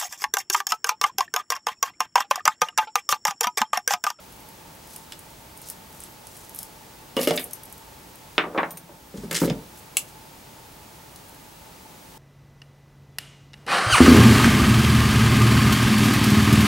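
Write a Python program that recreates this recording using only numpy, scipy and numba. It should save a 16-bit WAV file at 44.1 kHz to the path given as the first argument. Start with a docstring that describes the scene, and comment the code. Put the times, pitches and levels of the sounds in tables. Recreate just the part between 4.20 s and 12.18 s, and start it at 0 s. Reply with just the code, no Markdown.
"""Hands strip and trim a coaxial cable at a board-topped workbench: tools knock, land and slide on it.
Knocks ring a set of bench tones and add a short crack of noise; wire, braid and tool tick brightly.
The cutters clack shut as a burst of short metal tones, fingers rub hiss from the braid, a thin whistle glides.
A small room answers with a noise tail over rumble, hiss, a breathy fan tone and a steady whine.
The recorder turns down after the loudest peaks and recovers slowly."""
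import sys
import numpy as np
from scipy import signal
from scipy.fft import rfft, irfft
from scipy.io import wavfile
from scipy.ndimage import uniform_filter1d
from numba import njit

SR = 44100
rng = np.random.default_rng(int(sys.argv[2]) if len(sys.argv) > 2 else 0)


def file_out(sig):
    """Save sig as 16-bit WAV at sys.argv[1]."""
    # one column per channel
    cols = np.atleast_2d(sig).T
    # limit, then scale
    lim = np.clip(cols, -1, 1)
    pcm = np.round(lim * 32767).astype(np.int16)
    wavfile.write(sys.argv[1], SR, pcm)


N = 351873  # length in samples


def undb(db):
    """Turn decibels into a gain factor."""
    return 10 ** (np.asarray(db) / 20)


def fade(t60, length=.4):
    """Exponential decay, 60 dB down after t60 seconds (2 ms at least)."""
    return np.exp(-np.log(1000) * np.arange(int(length * SR)) / SR / max(t60, .002))


def lowpass(x, hz):
    """Gently remove what lies above hz."""
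    return signal.sosfilt(signal.butter(2, hz, fs=SR, output="sos"), x)


def band(x, hz, octaves):
    """Keep a band around hz, its edges held inside the range of hearing."""
    edges = [hz * 2 ** (-octaves / 2), hz * 2 ** (octaves / 2)]
    edges = np.clip(edges, [20, 40], [15000, 20000])
    return signal.sosfilt(signal.butter(2, edges, "bandpass", fs=SR, output="sos"), x)


def add(out, s, x, peak_db, pan_db=0.):
    """Lay a sound into both channels at s seconds; pan_db is the level difference left to right."""
    i = int(s * SR)
    x = x[:N - i] / np.abs(x).max()
    out[:, i:i + len(x)] += x * undb(peak_db + np.array([[pan_db], [-pan_db]]) / 2)


def ring(modes):
    """A struck body: dying sine tones, each with its own chance strength and sign."""
    t = np.arange(int(.4 * SR)) / SR
    scatter_db = 1.8
    tones = []
    for hz, db, t60 in modes:
        strength = undb(db + scatter_db * rng.standard_normal()) * rng.choice([-1, 1])
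        tones.append(strength * np.sin(2 * np.pi * hz * t) * fade(t60))
    return sum(tones)


def chatter(body, t60, spike):
    """Contact that does not settle at once: a first blow and a dying run of small ones drive the body."""
    blows = rng.standard_normal(int(.4 * SR)) * fade(t60)
    blows[0] += spike
    return signal.fftconvolve(body, blows)


def crack(hz, octaves, t60, spike):
    """A sharp contact pulse followed by a dying rattle, in one band."""
    x = rng.standard_normal(int(.4 * SR)) * fade(t60)
    x[0] += spike
    return band(x, hz, octaves)


def walk(rate):
    """Random levels, 1 / rate seconds apart, joined by straight ramps."""
    k = int(SR / rate)
    return uniform_filter1d(np.repeat(rng.standard_normal(N // k + 1), k), k)[:N]


def knocks():
    """Each blow wakes the bench tones near its own centre and cracks on the surface."""
    # blows: t/s, thud peak level/dB, thud centre f/Hz, settling t60/s, crack peak level/dB, crack f/Hz
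    bench_blows = [(2.967, -13.5, 524, 0.14, -22, 2880), (2.99, -19.5, 480, 0.35, -21.5, 2720),
                   (3.073, -10, 413, 0.12, -16, 2640), (3.108, -12, 403, 0.13, -21, 2900),
                   (3.139, -32, 164, 0.16, -25.5, 2160), (3.175, -47, 178, 0.19, -22.5, 2700),
                   (4.181, -10, 654, .22, -5.5, 1970), (4.239, -18, 613, 0.15, -23, 1370),
                   (4.251, -23.5, 384, 0.6, -40, 1120), (4.347, -18.5, 790, 0.18, -31.5, 1310),
                   (4.36, -18.5, 570, 0.15, -29.5, 1240), (4.377, -11.5, 716, .15, -14.5, 1630),
                   (4.384, -33, 581, 0.092, -8.5, 1110), (4.431, -11, 794, 0.11, -12.5, 1400),
                   (4.693, -33, 370.8, 0.13, -45, 1033), (4.941, -26.5, 232, 0.21, -45, 1190),
                   (4.979, -27, 162, .12, -45, 1040), (5.035, -25.5, 203, .18, -38.5, 1010),
                   (5.111, -24, 270, 0.38, -23, 1840), (5.217, -9.5, 260, 0.17, -22, 1150),
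                   (5.234, -14, 175, 0.13, -25, 1110), (5.278, -15, 220, 0.066, -30, 2290),
                   (5.304, -15.5, 172, 0.078, -28.5, 2230)]
    # tones of the bench: f/Hz, relative level/dB, t60/s
    bench_tones = [(130, -1, 0.082), (166, -2, 0.14), (210, -7, 0.093), (260, -4, 0.1), (325, -1, 0.03),
                   (319, 1, 0.029), (381, -2, 0.05), (445.5, -2, 0.046), (488, 0.5, 0.031), (583, 2, 0.035),
                   (688, 3, 0.012), (816, 0, 0.018), (1207, 9, 0.012), (1380, -12, 0.0078)]
    # a hand stills the board: t/s, fall time/s, level after/dB
    hand_grip = (5.338, .008, -18)
    # the hardest first contact: t/s, peak level/dB, centre f/Hz
    hard_contact = (4.1806, -.5, 2100)
    crack_octaves = 1.44
    bright_t60_s = 0.05  # the top of each crack is gone first
    out = np.zeros((2, N))
    for s, thud_db, thud_hz, settle_t60, crack_db, crack_hz in bench_blows:
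        modes = [(hz, db - 5.1 * np.log2(hz / thud_hz) ** 2, t60) for hz, db, t60 in bench_tones]
        thud = chatter(ring(modes), settle_t60, spike=13.3)
        thud = band(thud, 463, 2.87)  # a small board radiates no deep bass
        add(out, s, thud, thud_db)
        crack_t60 = 0.069 + 0.31 * settle_t60  # a base time plus a share of the settling
        snap = crack(crack_hz, crack_octaves, crack_t60, spike=4.8)
        snap = band(snap, crack_hz, 2.34 * crack_octaves)
        dull = lowpass(snap, 2600)
        snap = dull + (snap - dull) * fade(bright_t60_s)
        snap = lowpass(snap, 5200)  # the soft board swallows the top
        add(out, s, snap, crack_db)
    s, fall, db = hand_grip
    out *= undb(np.interp(np.arange(N) / SR, [s, s + fall], [0, db]))
    s, db, hz = hard_contact
    pulse = band(band(signal.unit_impulse(400), hz, 1.3), hz, 2.2)
    add(out, s, -pulse, db)
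    return out


def landings():
    """A tool lands on the bench and its frame rings in a few metal tones."""
    # landings: t/s, peak level/dB
    tool_drops = [(2.968, -24.5), (3.074, -21), (3.11, -31)]
    # tones of the tool frame: f/Hz, relative level/dB, t60/s
    frame_tones = [(2190, -9, 0.043), (2890, -1, 0.14), (3390, -14, 0.088)]
    out = np.zeros((2, N))
    for s, db in tool_drops:
        add(out, s, chatter(ring(frame_tones), 0.075, spike=11.5), db)
    return out


def shakes():
    """The bench frame shudders: narrow low noise that dies away."""
    # shudders: t/s, peak level/dB, f/Hz, t60/s
    frame_shudders = [(4.191, -44, 168, 0.54), (4.368, -33.5, 169, 0.94), (4.95, -45, 47.5, .25),
                      (5.222, -44, 48, .25)]
    out = np.zeros((2, N))
    for s, db, hz, t60 in frame_shudders:
        add(out, s, crack(hz, 0.33, t60, spike=0), db)
    return out


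def clacks():
    """The cutter jaws clack shut and ring as steel; handles, grips and spring sound from the first contact."""
    # jaw contacts: t/s, peak level/dB
    jaw_contacts = [(5.7693, -3), (5.771, -12), (5.7726, -10)]
    # tones of the steel jaws: f/Hz, relative level/dB, t60/s
    jaw_tones = [(2680, 3.5, 0.011), (3200, -2, 0.0053), (4400, -0.5, 0.0032), (5400, -10, 0.0023),
                 (6620, 3.5, 0.0031), (7750, 1.5, 0.0066), (9240, -1, 0.0038), (9930, 7, 0.0026),
                 (12500, -4, 0.0018), (14500, -8, 0.0021)]
    handles_db, handles_t60_s, grips_db, spring_db = -21, .12, -28, -16
    out = np.zeros((2, N))
    for s, db in jaw_contacts:
        add(out, s, chatter(ring(jaw_tones), 0.0088, spike=1.3), db)
    shut_s = jaw_contacts[0][0]
    add(out, shut_s, chatter(ring(jaw_tones), handles_t60_s, spike=0), handles_db)  # loose handles rattle
    add(out, shut_s, crack(1040, 1.7, 0.038, spike=6.8), grips_db)  # the grips knock dully
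    add(out, shut_s, crack(8500, 1.9, 0.093, spike=3.5), spring_db)  # pivot and spring buzz broadly
    return out


def ticks():
    """Short bright clicks of wire, braid and tool that also ring the stripping tool."""
    # clicks: t/s, peak level/dB, centre f/Hz, width/octaves
    bright_clicks = [(.2883, -33, 12200, 2.1), (.7347, -31, 11500, 1.3), (.7617, -20.5, 12800, 1.5),
                     (.922, -22, 3180, 2.4), (.932, -33, 3200, 1.2), (.9916, -27, 14300, 1.6),
                     (1.3753, -30, 13600, 2.4), (1.4167, -29, 11000, .85), (1.487, -23.5, 8000, 2.2),
                     (1.5006, -17, 11200, 1.2), (1.804, -26, 10600, 0.8), (1.837, -25, 8820, 0.45),
                     (2.07, -28, 8300, 1.4), (2.173, -32.5, 12000, 1.2), (2.294, -28, 11100, 1.8),
                     (2.3477, -24, 11600, 0.39), (2.3604, -24, 12600, 0.45), (2.389, -17, 10000, .9),
                     (2.4298, -21, 11200, 0.91), (2.9673, -15.5, 3340, 3.9), (3.073, -16, 3490, 1.8),
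                     (3.108, -16, 3800, 1.5), (3.1763, -12, 3340, 1), (3.241, -17.5, 9970, 0.35),
                     (3.3099, -27, 9420, 1.2), (3.333, -15, 12100, 0.84), (3.434, -27.5, 13400, .91),
                     (3.4545, -31, 10200, 0.78), (3.5258, -27.5, 10200, 0.5), (3.58, -33, 11800, .97),
                     (3.9569, -32, 11400, 0.82), (4.181, -28, 6500, 1.3), (4.975, -32.5, 4940, 1.2),
                     (5.111, -20.5, 3250, 0.8), (5.2993, -17.5, 3110, 1.5), (6.96, -31, 5810, 1.6)]
    # tones of the stripping tool: f/Hz, relative level/dB, t60/s
    blade_tones = [(3300, 3, 0.004), (5170, -5, 0.007), (6430, -8, 0.0085), (9000, 2.5, 0.0049),
                   (10580, 1.5, 0.0042), (11520, 2, 0.0061), (13030, -2, 0.007)]
    tick_t60_s, pan_spread_db = 0.021, 2
    out = np.zeros((2, N))
    for s, db, hz, octaves in bright_clicks + crinkles():
        octaves = max(octaves, .1)
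        pan_db = pan_spread_db * rng.standard_normal()
        click = band(crack(hz, octaves, tick_t60_s, spike=11.0), hz, 1.6 * octaves)
        add(out, s, click, db, pan_db)
        modes = []
        for f, level, decay in blade_tones:  # tones far from the click's pitch sound weaker
            distance = np.log2(f / hz) / min(octaves, 1)
            modes.append((f, level - 4.8 * distance ** 2, decay))
        add(out, s, chatter(ring(modes), 0.82 * tick_t60_s, spike=1.7), db - 4.5, pan_db)
    return out


def crinkles():
    """List faint ticks at chance moments while the braid is fingered."""
    # spells of fingering: start t/s, end t/s
    finger_spells = [(.08, .36), (.54, .72), (1.06, 1.14), (1.33, 1.37), (1.72, 1.78), (3.46, 3.58),
                     (7.05, 7.26)]
    ticks_per_s, faintest_db, middle_hz, octaves = 12, -39.5, 11000, 0.94
    rows = []
    for start, end in finger_spells:
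        count = int(np.ceil((end - start) * ticks_per_s))
        for at, size, pitch in rng.random((count, 3)):
            s = start + at * (end - start)
            hz = middle_hz * 2 ** (.4 * (pitch - .5))
            rows.append((s, faintest_db + 4.6 * size, hz, octaves))
    return rows


def pings():
    """A small metal part rings high, with a broad click at each contact."""
    # pings: t/s, peak level/dB, share of the tones above 13 kHz (0-1)
    part_hits = [(4.5067, -26, 0.84), (4.5718, -25.5, 0.4)]
    # tones of the part: f/Hz, relative level/dB, t60/s
    part_tones = [(6300, -8, 0.034), (9130, 2, .04), (9350, -4, 0.086), (12100, -2, .06), (13930, -8, .05),
                  (13900, -2, 0.077)]
    out = np.zeros((2, N))
    for s, db, share in part_hits:
        share = np.clip(share, .02, .98)
        modes = []
        for hz, level, t60 in part_tones:
            weight = share if hz > 13000 else 1 - share
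            modes.append((hz, level + 20 * np.log10(weight), t60))
        add(out, s, chatter(ring(modes), .02, spike=5.4), db)
        add(out, s, crack(6200, 5.4, 0.056, spike=1.8), db - 0.6)
    return out


def slides():
    """Tools slide over the board: dense scraping that starts abruptly, its very top dulled by the board."""
    # slides: start t/s, length/s, level at start/dB, change by the end/dB, centre f/Hz, width/octaves
    # (levels hold before the uneven grains and the board's own band)
    tool_slides = [(.63, 0.13, -67, 11, 4970, 1.1), (1.426, 0.067, -53, -8, 5000, 0.68),
                   (1.487, .05, -44, -15, 5350, .43), (1.792, 0.086, -51.5, -3, 5000, 2.1),
                   (2.36, 0.065, -56, -3, 5000, .8), (2.964, 0.06, -42, 1.5, 9000, 1.8),
                   (3.0, 0.033, -39, 8, 11100, .6), (3.014, 0.054, -31.5, -13, 3680, 1.4),
                   (3.035, .03, -32, -12, 11100, 0.59), (3.073, 0.027, -29.5, -11, 11200, .73),
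                   (3.074, .035, -33, -6, 3500, 1.8), (3.11, 0.065, -38.5, -8, 8000, 2.3),
                   (3.157, 0.013, -35.5, 6, 11000, 1.3), (3.177, .06, -33, -17, 2600, .9),
                   (3.193, .06, -33.5, -9, 11700, 0.77), (5.11, .011, -29, -7, 7000, 1.7),
                   (5.128, .013, -23.5, -16, 8000, 5.1), (5.145, 0.045, -22, -11.5, 3880, 2.66),
                   (5.198, 0.069, -33, -2.5, 7000, 4.6), (5.271, 0.057, -44, -12, 2980, 1.9)]
    out = np.zeros(N)
    for s, length, db, change_db, hz, octaves in tool_slides:
        i, n = int(s * SR), max(int(length * SR), 50)
        scrape = band(rng.standard_normal(6000)[:n], hz, octaves)
        level = undb(db + np.linspace(0, change_db, len(scrape)))
        out[i:i + len(scrape)] += scrape / scrape.std() * level
    grains = undb(3.4 * walk(500) + 1.6 * walk(150))  # grains catch unevenly
    return band(out * grains, 3100, 4.6)


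@njit
def sweep(x, hz, q):
    """Resonant band filter whose centre can move; a larger q is wider."""
    y, b, l = np.empty(len(x)), 0., 0.
    for i in range(len(x)):
        g = np.tan(np.pi * hz[i] / SR)
        v = (b + g * (x[i] - l)) / (1 + g * (g + q))
        b, l, y[i] = 2 * v - b, l + 2 * g * v, q * v
    return y


def rubs():
    """Fingers rub the braid: uneven hiss through a wide resonance, swelling and sinking with each rub."""
    # rubs: start t/s, loudest t/s, end t/s, level at loudest/dB, centre f/Hz
    finger_rubs = [(0.622, 0.727, 0.85, -52.5, 8000), (1.4, 1.46, 1.58, -44.5, 8650),
                   (1.723, 1.76, 1.95, -51, 10300), (2.05, 2.16, 2.32, -50, 8400),
                   (2.33, 2.38, 2.5, -41.5, 10700), (4.94, 4.975, 5.18, -52, 5600),
                   (5.523, 5.6, 5.6, -47, 10600), (5.853, 5.9, 5.9, -50, 10000)]
    edge_db = -61.5  # level at which each rub starts and, unless cut at its loudest, ends
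    t, gain, hz = np.arange(N) / SR, np.zeros(N), np.full(N, 9000.)
    for start, loudest, end, db, centre in finger_rubs:
        inside = (t > start) & (t < end)
        gain[inside] = undb(np.interp(t[inside], [start, loudest, end], [edge_db, db, edge_db]))
        hz[inside] = centre
    grit = rng.standard_normal(N) * undb(4.1 * walk(300) + 2.6 * walk(60))
    hz = np.clip(hz, 2000, 15000)
    grit = sweep(sweep(grit, hz, 1.9), hz, 1.9)
    return gain * grit / grit.std()


def whistle():
    """A faint sine glides high up, its level flickering."""
    # two glides, each a list of points: t/s, f/Hz
    glides = [
        [(1.2, 11700), (1.27, 11400), (1.32, 11900), (1.37, 12700), (1.46, 12950), (1.59, 13000), (1.65, 12000),
         (1.71, 11950), (1.76, 12750), (1.9, 13000), (1.96, 12000)],
        [(4.73, 11700), (4.78, 12050), (4.83, 13100), (4.88, 13200), (4.95, 13000)],
    ]
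    middle_db, db_per_khz, middle_hz, fade_s = -64, -2.5, 11950, .03  # fainter away from the middle pitch
    out, flicker = np.zeros(N), undb(4.5 * walk(40))
    for glide in glides:
        s, hz = np.transpose(glide)
        i = np.arange(int(s[0] * SR), int(s[-1] * SR))
        pitch = np.interp(i / SR, s, hz)
        ends = np.minimum(1, np.minimum(i / SR - s[0], s[-1] - i / SR) / fade_s)
        db = middle_db + db_per_khz * np.abs(pitch - middle_hz) / 1000
        tone = np.sqrt(2) * np.sin(2 * np.pi * np.cumsum(pitch) / SR)
        out[i] = undb(db) * ends * tone
    return out * flicker


def room(x):
    """Echoes as a dense noise tail; its treble differs more between the channels and dies first."""
    t60_s, treble_t60_s, tail_db = 0.37, 0.14, -6
    noise = rng.standard_normal((3, int(.4 * SR)))  # one shared, one for each channel
    low = lowpass(noise, 1200)
    high = noise - low
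    low_tail = (low[0] + 0.099 * low[1:]) * fade(t60_s)
    high_tail = (high[0] + 1.24 * high[1:]) * fade(treble_t60_s)
    tail = (low_tail + high_tail) * (1 - fade(0.015))  # the tail builds up briefly
    tail *= undb(tail_db) / np.sqrt((tail ** 2).sum(axis=1, keepdims=True))
    return signal.fftconvolve(x, tail, axes=1)[:, :N]


def coloured(table, db):
    """Steady noise with the given spectrum, scaled to an overall level."""
    hz, level = np.transpose(table)
    f = np.maximum(np.arange(N // 2 + 1) * SR / N, 1)
    shape = undb(np.interp(np.log(f), np.log(hz), level))
    x = irfft(rfft(rng.standard_normal(N)) * shape, N)
    return x * undb(db) / x.std()


def fan():
    """A breathy fan tone: narrow bands of noise, partly shared by the two channels."""
    # bands: f/Hz, width/Hz, level before sharing/dB
    fan_bands = [(873, 53, -58.5), (904, 27, -61)]
    out = np.zeros((2, N))
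    for hz, width, db in fan_bands:
        tone = band(rng.standard_normal((2, N)), hz, width / hz * np.log2(np.e))
        left, right = tone[0] + 0.21 * tone[1], tone[0] - 0.17 * tone[1]
        out += undb(db) * np.array([left, right]) / tone.std()
    return out


def whine():
    """A steady electrical whine: one very high sine."""
    whine_hz, whine_db = 15735, -64
    return np.sqrt(2) * undb(whine_db) * np.sin(2 * np.pi * whine_hz * np.arange(N) / SR)


def air():
    """Room rumble and microphone hiss: noise alike in both channels plus noise opposite in them."""
    # spectrum of the alike part: f/Hz, relative level/dB
    mid_spectrum = [(15, -42), (25, -9.5), (55, 0.5), (92, -1.5), (157, 0), (242, -4.5), (293, -4),
                    (335, -5.5), (516, -7.5), (887, -8), (962, -9), (1520, -14), (16000, -20.5)]
    # spectrum of the opposite part: f/Hz, relative level/dB
    side_spectrum = [(15, -55), (25, -28), (130, -6.5), (161, -9), (249, -1.5), (1100, -3), (1260, -4.5),
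                     (2000, -8.5), (14400, -21), (16000, -31)]
    mid, side = coloured(mid_spectrum, db=-47), coloured(side_spectrum, db=-53)
    return np.array([mid + side, mid - side])


def scene():
    """Bench sounds with their room over the steady background."""
    near = knocks() + landings() + shakes() + clacks() + ticks() + pings()
    near = near + slides() + rubs() + whistle()  # these three are alike in both channels
    return near + room(near) + fan() + whine() + air()


@njit
def follow(x, hold, release):
    """Peak follower: jumps up, holds for some samples, then sinks slowly."""
    e, y, wait = 0., np.empty(len(x)), 0.
    for i in range(len(x)):
        if x[i] > e:
            e, wait = x[i], hold
        elif wait > 0:
            wait -= 1
        else:
            e *= release
        y[i] = e
    return y


def record(dry):
    """Gain control turns down after peaks above a limit and recovers slowly; the top is cut."""
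    limit, hold_s, recovery_db_per_s, top_hz = .52, .4, 6, 16000
    sensed = lowpass(dry, 4000)  # the control listens less to the treble
    peak = follow(np.abs(sensed).max(axis=0), hold_s * SR, undb(-recovery_db_per_s / SR))
    gain = np.minimum(1, limit / (peak + 1e-9))
    gain = signal.lfilter([.005], [1, -.995], gain - 1) + 1  # the gain moves over a few milliseconds
    return signal.sosfilt(signal.ellip(10, .2, 70, top_hz, fs=SR, output="sos"), dry * gain)


dry = scene()
out = record(dry)
file_out(out)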